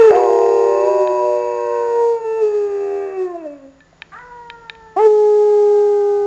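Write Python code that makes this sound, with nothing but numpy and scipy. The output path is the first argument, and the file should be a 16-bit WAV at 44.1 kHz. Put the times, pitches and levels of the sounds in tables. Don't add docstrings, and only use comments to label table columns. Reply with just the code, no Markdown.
import sys
import numpy as np
from scipy import signal
from scipy.fft import rfft, irfft, next_fast_len
from scipy.io import wavfile
from scipy.ndimage import uniform_filter1d, map_coordinates

SR = 44100
rng = np.random.default_rng(int(sys.argv[2]) if len(sys.argv) > 2 else 0)


def put_to_file(sound):
    columns = np.atleast_2d(sound).T
    safe = np.clip(columns, -1, 1)
    whole_steps = np.round(safe * 32767)
    wavfile.write(sys.argv[1], SR, whole_steps.astype(np.int16))


N = 276066


def amp(db):
    return np.exp(np.asarray(db) * np.log(10) / 20)


def unit(x):
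    return x / np.sqrt(np.mean(x ** 2) + 1e-20)


def along(points, hz):
    f, v = np.transpose(points)
    return np.interp(np.log(hz + 1), np.log(f + 1), v)


def curves(rows):
    s, *cols = np.transpose(rows)
    return [np.interp(np.arange(N) / SR, s, c) for c in cols]


def sounding(rows):
    t = np.arange(N) / SR
    inside = (t >= rows[0][0]) & (t <= rows[-1][0])
    return uniform_filter1d(1. * inside, size=300)


def wobble(rate):
    at = np.arange(0, N + 32, 32)
    points = rng.standard_normal(int(N * rate / SR) + 4)
    return np.interp(np.arange(N), at, map_coordinates(points, [at * rate / SR]))


def filtered(x, response):
    m = next_fast_len(N + SR // 2)
    return irfft(rfft(x, m) * response(np.fft.rfftfreq(m, 1 / SR)), m)[:N]


def noise(spectrum):
    return unit(filtered(rng.standard_normal(N), lambda hz: amp(along(spectrum, hz))))


def resonances(modes, f):
    return sum(amp(db) / (1 + ((f - c) / (w / 2)) ** 2) for c, w, db in modes)


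def swing(pitch, jitter):
    return 2 * np.pi * np.cumsum(pitch * (1 + jitter * wobble(160))) / SR


def partials(phases, levels_db, rough):
    tones = 0
    for phase, db in zip(phases, levels_db):
        tones = tones + amp(db) * (1 + rough * wobble(140)) * np.sin(phase)
    return np.sqrt(2) * tones


def overtones(phase, first, count, slope_db):
    return unit(sum(amp(slope_db * np.log2(k)) * np.sin(k * phase) for k in range(first, first + count)))


def radiated(x):
    return filtered(x, lambda hz: 1 - 1 / (1 + (hz / 255) ** 16))


def standing(waves, hz):
    grid = np.arange(2000)
    lift_db = sum(db * np.exp(-((grid - centre) / width) ** 2) for centre, width, db in waves)
    return np.interp(hz, grid, lift_db)


def background():
    # (frequency [Hz], relative level [dB])
    air_colour = [(15, -29.5), (25, -6), (66, -7), (204, -15.5), (339, -13.5), (2020, -21), (2170, -26),
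                  (5310, -31), (6920, -34.5), (8000, -70.5), (10400, -99.5), (17600, -120)]
    # (frequency [Hz], level [dB])
    hum_lines = [(161.3, -65), (178, -73)]
    # (time [s], gain [dB])
    facing = [(0, 4.5), (.8, 5.5), (3.7, 1.5), (4.15, 7), (6.26, 4.5)]
    air = amp(-58.5) * noise(air_colour)
    hum = np.sqrt(2) * sum(amp(db) * np.sin(swing(hz, jitter=.007)) for hz, db in hum_lines)
    sizzle = unit(filtered(rng.standard_normal(N), lambda hz: resonances([(6920, 370, 0)], hz)))
    return amp(curves(facing)[0]) * (air + hum) + amp(-71.5) * sizzle


def room(x):
    # (frequency [Hz], time [s])
    fade_times = [(200, 0.52), (2000, 0.73), (8000, 0.043)]
    hz, t, z = signal.stft(rng.standard_normal(SR // 2), SR, nperseg=256)
    fading = amp(-60 * t / along(fade_times, hz)[:, None])
    tail = signal.istft(z * fading, SR, nperseg=256)[1]
    delayed = np.pad(x, (300, 0))
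    return signal.fftconvolve(delayed, tail / np.linalg.norm(tail))[:N]


def knock():
    # (time [s], peak level [dB], pitch [Hz], time to fade by 60 dB [s])
    contacts = [(3.805, -42, 1750, 0.14), (3.928, -40.5, 680, 0.047)]
    out = np.zeros(N)
    for s, db, hz, t60 in contacts:
        t = np.maximum(np.arange(N) / SR - s, 0)
        out += amp(db - 60 * t / t60) * np.sin(2 * np.pi * hz * t)
    return out


def clicks():
    # (time [s], peak level [dB])
    click_times = [(0.1633, -22), (1.074, -19.5), (3.8054, -35.5), (4.0202, -12.5), (4.139, -38),
                   (4.188, -37), (4.5004, -14), (4.6969, -10), (4.7515, -32)]
    # (frequency [Hz], relative level [dB], time to fade by 60 dB [s])
    body_modes = [(900, -10, 0.036), (1780, -11, 0.034), (1930, -7, .005), (2440, 5, 0.0048),
                  (3110, -11, 0.015), (3670, -6.5, 0.012)]
    out, t = np.zeros(N + SR), np.arange(SR // 10) / SR
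    band = signal.butter(3, [1100, 4600], "bandpass", fs=SR, output="sos")
    for s, db in click_times:
        ring = 0
        for hz, level, t60 in body_modes:
            mode_db = level + rng.normal(0, 3.3)
            ring = ring + amp(mode_db - 60 * t / t60) * np.sin(2 * np.pi * hz * t)
        grit = amp(-31 - 60 * t / .05) * rng.standard_normal(len(t))
        ring = signal.sosfilt(band, ring + grit)
        ring = amp(db) * ring / np.abs(ring).max()
        for delay, size in [(.0005, 1), (.0019, -0.2)]:
            out[round((s + delay) * SR):][:len(t)] += size * ring
    return out[:N]


def whistle():
    # (time [s], pitch [Hz], level [dB])
    glide = [(1.57, 1582, -53.5), (1.63, 1550, -46), (1.8, 1522, -44), (1.95, 1495, -46),
             (2.1, 1430, -57.5), (2.25, 1419, -62)]
    pitch, db = curves(glide)
    return partials([swing(pitch, jitter=0.0022)], [db], rough=0.37) * sounding(glide)


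def sofa_whine():
    # (centre [Hz], half width [Hz], lift [dB])
    desk_waves = [(960, 22, 2), (925.6, 7.4, -9.5), (899, 10, -4.5), (878, 9, -5), (1419, 20, -10),
                  (1401, 26, 6), (1330, 22, -5.5)]
    # (level [dB], extra while the mouth is open [dB], change [dB per s])
    whine_tones = [(-45, -11, -8), (-40, -2.5, -2), (-46, 7.5, -8.5), (-57, 12, 4)]
    start_s, scoop_s, sink_s, open_s = 4.117, .05, 1.8, 0.12
    rest_hz, lift_hz, scoop_hz = 326.8, 177.2, 121.95
    age = np.maximum(np.arange(N) / SR - start_s, 0)
    pitch = rest_hz + lift_hz * np.exp(-age / sink_s) - scoop_hz * np.exp(-(age / scoop_s) ** 2)
    mouth = np.exp(-(age / open_s) ** 4)
    croak = 0.57 * np.exp(-age / 0.082)
    rough = 0.068 + croak
    f = swing(pitch, 0.00033 + 0.0498 * rough)
    levels_db = [db + open_db * mouth + fade * age + standing(desk_waves, k * pitch)
                 for k, (db, open_db, fade) in enumerate(whine_tones, 1)]
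    tones = partials([f, 2 * f, 3 * f, 4 * f], levels_db, rough)
    breath = noise([(400, -19), (800, 0.5), (1100, -14), (1600, 5), (2600, -13), (4500, -32)])
    rasp = amp(-36.5) * croak * breath
    return (tones + rasp) * (1 - np.exp(-age / 0.0064))


def near_howl(start, end, hz, sag, db, yelp_end, yelp_hz, yelp_db, fade_db):
    # (relative level [dB], extra while the mouth gapes [dB], share of the fade)
    near_tones = [(0, -14, 1), (-18, 10.5, 0.41), (-35.5, 16, -0.22)]
    scoop_hz, scoop_s, gape_s = 115, .035, 0.061
    slide_hz_per_s, release_s = 330, .006
    drop_hz, drop_db, drop_s = 84.5, -39.5, .07
    edge_db, yelp_edge_db = -47.5, 16.5
    yelp_rasp_db, yelp_shake_db = -37, 1.64
    t = np.clip(np.arange(N) / SR, start, end)
    age = t - start
    yelp = (1 - np.tanh((t - yelp_end) / (2 * release_s))) / 2
    gape = np.exp(-(age / gape_s) ** 2)
    drop = np.exp((t - end) / drop_s)
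    held_hz = hz - sag * age - scoop_hz * np.exp(-(age / scoop_s) ** 1.3)
    pitch = held_hz - drop_hz * drop + yelp * (yelp_hz + slide_hz_per_s * (yelp_end - t))
    level_db = db + yelp * (yelp_db + yelp_shake_db * wobble(60)) + drop_db * drop ** 2 + 0.19 * wobble(13)
    f = swing(pitch * (1 + .002 * wobble(8)), jitter=0.002 + .006 * yelp)
    levels_db = [level_db + tone_db + gape_db * gape + share * fade_db * age ** 2
                 for tone_db, gape_db, share in near_tones]
    tones = partials([f, 2 * f, 3 * f], levels_db, rough=0.0042)
    # (centre [Hz], width [Hz], relative level [dB])
    muzzle = [(1490, 360, -11.5), (1786, 87, -9), (2067, 100, -7), (2250, 150, -15.5),
              (2700, 280, -17.5), (3130, 360, -24.5)]
    upper = filtered(overtones(f, 4, count=6, slope_db=1.0), lambda hz: resonances(muzzle, hz))
    edge = amp(level_db + edge_db + yelp_edge_db * yelp) * unit(upper)
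    edge = edge * amp(2.5 * yelp * wobble(90))
    breath = noise([(300, -34), (700, 0.5), (1400, 2), (2500, -10), (3200, -16), (6000, -25)])
    puffs = (1 + np.cos(f)) * breath
    rasp = amp(level_db + yelp_rasp_db) * yelp * puffs
    return (tones + edge + rasp) * sounding([(start,), (end,)])


def sofa_howl():
    # (time [s], pitch [Hz])
    howl_pitch = [(.1, 432), (.2, 487.3), (.3, 468.4), (.6, 465.9), (.8, 475.2), (.9, 489.6), (1.15, 489.6),
                  (1.42, 482.1), (2.12, 465.7), (2.27, 444.1), (2.4, 444.7), (2.44, 425.6), (2.72, 402.9),
                  (3.05, 396.4), (3.23, 369.3), (3.4, 333), (3.48, 294.5), (3.63, 271.8)]
    # (time [s], pitch [Hz])
    slow_fold_pitch = [(.1, 361.1), (.7, 359), (1.0, 372.6), (1.5, 368.3), (2.13, 360.2), (2.7, 323.6),
                       (3.24, 306)]
    # (time [s], level [dB])
    howl_effort = [(0.1, -24), (0.25, -23), (0.9, -24), (1.5, -25), (2.05, -21), (2.3, -27.56),
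                   (2.45, -26.5), (3.05, -35.5), (3.25, -31), (3.5, -37.5), (3.65, -38.5), (3.8, -69.5)]
    # (time [s], level [dB])
    slow_swing = [(0.1, -0.6), (0.3, 1.5), (0.7, -1.6), (1.1, -2.5), (1.5, -5.5), (2.0, -14), (2.2, -29),
                  (2.7, -15), (2.93, -1.5), (3.1, -4), (3.24, -36)]
    # (time [s], level [dB], shrill treble above that [dB])
    edge_levels = [(0, -28, -17.5), (.11, -34.5, -15.5), (.17, -37, -9.5), (.27, -42, -3.5), (.8, -35, -11),
                   (1.3, -40.5, -10.5), (1.85, -38, -13), (2.2, -49, -9), (2.3, -44.5, -17),
                   (2.55, -41.5, -17), (3.1, -41.5, -29), (3.45, -54.5, -27.5), (3.8, -77.5, -12)]
    fold_mixes = [(1, 0), (2, 0), (3, 0), (0, 1), (0, 2), (2, -1), (3, -2), (1, 1), (3, -1)]
    # (level over the effort [dB], change per dB of slow swing [dB],
    # extra in the attack [dB])
    fold_tones = [(.5, 0, 4.5), (-4.5, 0, -2.5), (-20.5, 0, 4), (-8.5, 1.1, 1), (-13, 0.64, 23.5),
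                  (-5, 0.85, -18.5), (-14.5, 1.5, 8), (1, 1.75, -1), (-15, 0.75, 1)]
    # (centre [Hz], half width [Hz], lift [dB])
    sofa_waves = [(382.8, 23.9, 17.5), (382.3, 7.4, -10), (427.4, 17.9, 13), (450, 1.8, -23),
                  (466.7, 7.0, 6), (489.4, 1.6, -13.5), (575.5, 4, -5.5), (602.8, 25.3, 15), (683, 7.3, 13),
                  (732.9, 6.6, -12), (839, 32, -9.5), (976, 4.6, 8), (1056.6, 20.1, 11.5),
                  (1440, 63.1, -22)]
    # (centre [Hz], width [Hz], relative level [dB])
    throat = [(1070, 170, 7), (1296, 430, -13.5), (1604, 160, -3), (1787, 66, 3), (1875, 110, -2.5),
              (2290, 67, -4.5)]
    # (centre [Hz], width [Hz], relative level [dB])
    shrill_bands = [(4020, 170, -16), (4710, 180, -2), (5340, 110, -11.5), (6687, 240, -3)]
    # (centre [Hz], width [Hz], relative level [dB])
    mouth = [(2632, 96, 0)]
    mouth_db, mouth_follow = -7, 0.33
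    break_s, attack_s, tail_s = .16, .13, .25
    flutter_db, flutter_per_s = 6.5, 20
    t = np.arange(N) / SR
    (pitch,), (slow_pitch,) = curves(howl_pitch), curves(slow_fold_pitch)
    (effort_db,), (swing_db,) = curves(howl_effort), curves(slow_swing)
    edge_db, shrill_db = curves(edge_levels)
    attack = np.exp(-np.abs(t - break_s) / attack_s)
    tail = np.exp(-np.abs(t - howl_effort[-1][0]) / tail_s)
    rough = 0.031 + .27 * attack + 0.32 * tail
    effort_db = effort_db + flutter_db * tail * wobble(flutter_per_s)
    f = swing(pitch, 0.0011 + 0.0402 * rough)
    g = swing(slow_pitch, 0.0012 + 0.049 * rough)
    tones = 0
    for (m, n), (db, follow, attack_db) in zip(fold_mixes, fold_tones):
        level_db = effort_db + db + follow * swing_db + attack_db * attack
        level_db = level_db + standing(sofa_waves, m * pitch + n * slow_pitch)
        tones = tones + partials([m * f + n * g], [level_db], 0.41 * rough)
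    throb = amp(effort_db + np.minimum(swing_db, -4) - 26) * np.sin(f - g)
    coupling = np.minimum(amp(0.65 * swing_db + 5.0), 1)
    closure = f + .3 * coupling * np.sin(f - g)
    slap = overtones(closure, 3, count=17, slope_db=5.5) * (1 + 0.38 * coupling * np.cos(f - g))
    slap = slap + (.08 + 2 * rough) * rng.standard_normal(N)

    def below_treble(modes):
        return unit(filtered(slap, lambda hz: resonances(modes, hz) / (1 + (hz / 2850) ** 24)))

    edge = amp(edge_db) * below_treble(throat)
    ring_db = edge_db + mouth_db + mouth_follow * (shrill_db - shrill_db.mean())
    edge = edge + amp(ring_db) * below_treble(mouth)
    shrill = amp(edge_db + shrill_db) * unit(filtered(slap, lambda hz: resonances(shrill_bands, hz)))
    breath = noise([(400, -38.5), (600, -2.0), (800, -3.5), (1400, 1), (2200, -13), (4000, -38.5)])
    rasp = amp(edge_db + 14) * rough * (1 + np.cos(f)) * breath
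    voiced = sounding(howl_effort)
    harsh = (edge + shrill + rasp) * sounding(edge_levels)
    return radiated(tones * voiced + harsh) + throb * voiced


def scene():
    # (start [s], end [s], pitch [Hz], sag [Hz per s], level [dB], end of yelp [s],
    # yelp lift [Hz], yelp lift [dB], fade [dB per s squared])
    near_howls = [(-.2, 1.16, 400.6, 3.96, -17, .107, 28, 11, -0.84),
                  (4.966, 7.0, 426, 15.5, -10, 5.072, 13, 5, -3.5)]
    air = background()
    far = knock() + whistle() + sofa_whine() + sofa_howl()
    near = clicks() + radiated(sum(near_howl(*row) for row in near_howls))
    echo = room(amp(-16) * far + amp(-28) * near)
    return (far + near + echo + air)[None]


def record(dry):
    # (frequency [Hz], relative level [dB])
    hiss_colour = [(100, -10), (400, 7), (1500, -4), (3000, -6.5), (7000, -5.5), (8000, -11), (8700, -20.5)]
    ceiling, cutoff_hz = .71, 8300
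    x = dry[0] / (1 + np.abs(dry[0] / ceiling) ** 16) ** (1 / 16)
    level = np.sqrt(np.abs(uniform_filter1d(x ** 2, size=400)))
    x = x + amp(-34) * level * noise(hiss_colour)
    return filtered(x, lambda hz: 1 / np.sqrt(1 + (hz / cutoff_hz) ** 60))[None]


dry = scene()
out = record(dry)
put_to_file(out)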